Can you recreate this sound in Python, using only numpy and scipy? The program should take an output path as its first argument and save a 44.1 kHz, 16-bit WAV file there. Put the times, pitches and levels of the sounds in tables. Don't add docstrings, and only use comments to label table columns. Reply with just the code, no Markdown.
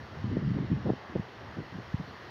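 import sys
import numpy as np
from scipy import signal
from scipy.fft import rfft, irfft, next_fast_len
from scipy.io import wavfile
from scipy.ndimage import uniform_filter1d, map_coordinates

SR = 44100
rng = np.random.default_rng(int(sys.argv[2]) if len(sys.argv) > 2 else 0)


def generate_wav(sig):
    pcm = np.round(np.clip(np.atleast_2d(sig).T, -1, 1) * 32767).astype(np.int16)
    wavfile.write(sys.argv[1], SR, pcm)


N = 101429
T = np.arange(N) / SR


def amp(db):
    return 10 ** (np.asarray(db) / 20)


def unit(x):
    return x / np.sqrt(np.mean(x ** 2) + 1e-20)


def wobble(rate_hz):
    return map_coordinates(rng.standard_normal(int(N * rate_hz / SR) + 4), [T * rate_hz])


def gate(start_s, length_s, attack_s=0.007, release_s=0.019):
    rise = .5 + .5 * np.tanh(2 * (T - start_s) / attack_s)
    fall = .5 - .5 * np.tanh(2 * (T - start_s - length_s) / release_s)
    return rise * fall


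def filtered(x, response):
    size = next_fast_len(N + 8192)
    hz = np.fft.rfftfreq(size, 1 / SR)
    return irfft(rfft(x, size) * response(hz), size)[:N]


def coloured(x, spectrum):
    points_hz, db = np.transpose(spectrum)
    return unit(filtered(x, lambda hz: amp(np.interp(np.log(hz + 1), np.log(points_hz), db))))


def port_response(hz, bass_cut_hz=111.4, q=0.88, rumble_cut_hz=64):
    s, r = 1j * hz / bass_cut_hz, 1j * hz / rumble_cut_hz
    return s * s / (s * s + s / q + 1) * r * r / (r * r + r + 1)


def high_hiss():
    # frequency_hz, relative_db
    spectrum = [(5000, -31), (7700, 0.5), (9500, 0), (10100, -4), (11000, 5), (11800, 1.5), (12300, 4.5),
                (14000, 2), (15000, -10), (15500, -1.5)]
    # time_s, level_db
    contour = [(0, -81.5), (.2, -82.5), (.36, -87.5), (1.1, -84), (2.3, -80.5)]
    return coloured(rng.standard_normal(N), spectrum) * amp(np.interp(T, *np.transpose(contour)))


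def pine_needles(level_db=-47.5, patch_db=1.0, treble_hz=2800):
    # frequency_hz, relative_db
    spectrum = [(25, -34.5), (60, -13), (200, 0), (420, 1.5), (620, 0), (1150, -0.5), (1450, -3.5),
                (1800, -1.8), (2050, -4.5), (2280, -11), (3150, -11), (3600, -14.5), (4450, -15),
                (5050, -19.5), (5600, -18.5), (6000, -27), (6550, -27.5), (7100, -34.5), (7400, -48.5),
                (9000, -61), (15000, -80)]
    # time_s, gain_db
    treble_contour = [(0, -0.9), (1.1, -1.3), (2.15, 0), (2.26, 1)]
    spectrogram = signal.stft(rng.standard_normal(N), nperseg=512)[2]
    patches = uniform_filter1d(rng.standard_normal(spectrogram.shape), size=6, axis=0)
    patches = uniform_filter1d(patches, size=16, axis=1)
    patchy_noise = signal.istft(spectrogram * amp(patch_db * unit(patches)), nperseg=512)[1][:N]
    rush = coloured(patchy_noise, spectrum)
    treble = filtered(rush, lambda hz: 1 - 1 / (1 + (hz / treble_hz) ** 4))
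    treble_gain = amp(np.interp(T, *np.transpose(treble_contour)))
    return amp(level_db) * (rush + treble * (treble_gain - 1))


def vortex_shedding(rate_wander=0.1617, roughness_db=2.5):
    # start_s, length_s, level_db, pitch_hz
    spells = [(0.424, 0.094, -30.5, 160), (0.596, 0.071, -34.5, 140), (.724, 0.025, -26, 145.1),
              (0.743, 0.036, -36, 162)]
    out = np.zeros(N)
    for start_s, length_s, level_db, pitch_hz in spells:
        rate_hz = pitch_hz * np.exp(rate_wander * wobble(120))
        phase = 2 * np.pi * np.cumsum(rate_hz) / SR
        envelope = amp(level_db + roughness_db * wobble(79.2)) * gate(start_s, length_s)
        out += envelope * unit(np.sin(phase))
    return out


def eddy_thumps(falloff=3.9):
    # time_s, peak_db, centre_hz
    eddies = [(0.243, -26, 167), (.333, -24, 260), (0.370, -16.5, 276), (0.429, -24, 186), (.516, -23, 150),
              (0.716, -16, 149), (.859, -25, 260), (.894, -20.5, 407), (0.9007, -17.5, 450),
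              (0.9034, -13.5, 342), (.919, -25, 138), (0.935, -24, 320), (1.154, -24.5, 366),
              (1.159, -17.5, 278), (1.165, -25.5, 375), (1.196, -22, 170), (1.585, -30, 250),
              (1.604, -31.5, 199), (1.787, -33, 217), (1.943, -19, 124), (2.0, -28.5, 160)]
    out = np.zeros(N)
    for time_s, peak_db, centre_hz in eddies:
        distance = 2 * np.pi * centre_hz * (T - time_s)
        suction = (1 + distance ** 2 / (2 * falloff)) ** -falloff
        thump = filtered(-suction, lambda hz: port_response(hz) * 1j * hz / (centre_hz + 1j * hz))
        out += amp(peak_db) * thump / np.abs(thump).max()
    return out


def turbulence(corner_hz, order=3.75):
    def response(hz):
        return port_response(hz) / np.sqrt(1 + (hz / corner_hz) ** (2 * order))

    pressure = unit(filtered(rng.standard_normal(N), response))
    local_power = np.abs(uniform_filter1d(pressure ** 2, size=1100))
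    return pressure / np.sqrt(local_power + 0.015)


def buffeting(draught_db=-53, swing_db=4, puff_gain_db=1, roughness_db=2):
    # start_s, length_s, relative_db, corner_hz
    puffs = [(0.0, 0.053, -46, 168), (0.113, 0.033, -52, 147), (0.163, 0.075, -42, 171),
             (0.239, 0.074, -33.5, 196), (0.313, 0.099, -34, 264), (0.409, 0.068, -34, 225),
             (0.469, 0.061, -32, 220), (0.534, 0.028, -30.5, 210), (0.565, 0.026, -29.5, 283),
             (0.594, 0.058, -35.5, 250), (0.671, 0.044, -39.5, 160), (0.701, 0.042, -29.5, 220),
             (0.753, 0.029, -34, 233), (0.785, 0.053, -40, 250), (0.84, 0.076, -35.5, 190),
             (0.856, 0.021, -28, 435), (.882, 0.013, -32.5, 520), (0.907, 0.021, -39.5, 290),
             (0.936, .025, -45, 250), (1.089, 0.069, -47, 266), (1.153, 0.021, -33.5, 476),
             (1.182, 0.031, -41.5, 270), (1.488, 0.02, -41.5, 171), (1.57, 0.051, -38, 290),
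             (1.723, 0.008, -40, 250), (1.745, 0.029, -40, 270), (1.783, 0.03, -40, 240),
             (1.986, 0.035, -38, 190), (2.03, 0.076, -49, 166)]
    out = turbulence(corner_hz=117) * amp(draught_db + swing_db * wobble(9.15))
    flutter = amp(puff_gain_db + roughness_db * wobble(69.78))
    for start_s, length_s, relative_db, corner_hz in puffs:
        out += amp(relative_db) * gate(start_s, length_s) * flutter * turbulence(corner_hz)
    return out


def scene():
    return (pine_needles() + high_hiss() + buffeting() + vortex_shedding() + eddy_thumps())[None]


def record(dry, band_limit_hz=15700):
    return signal.sosfilt(signal.ellip(12, .1, 80, band_limit_hz, fs=SR, output="sos"), dry)


dry = scene()
out = record(dry)
generate_wav(out)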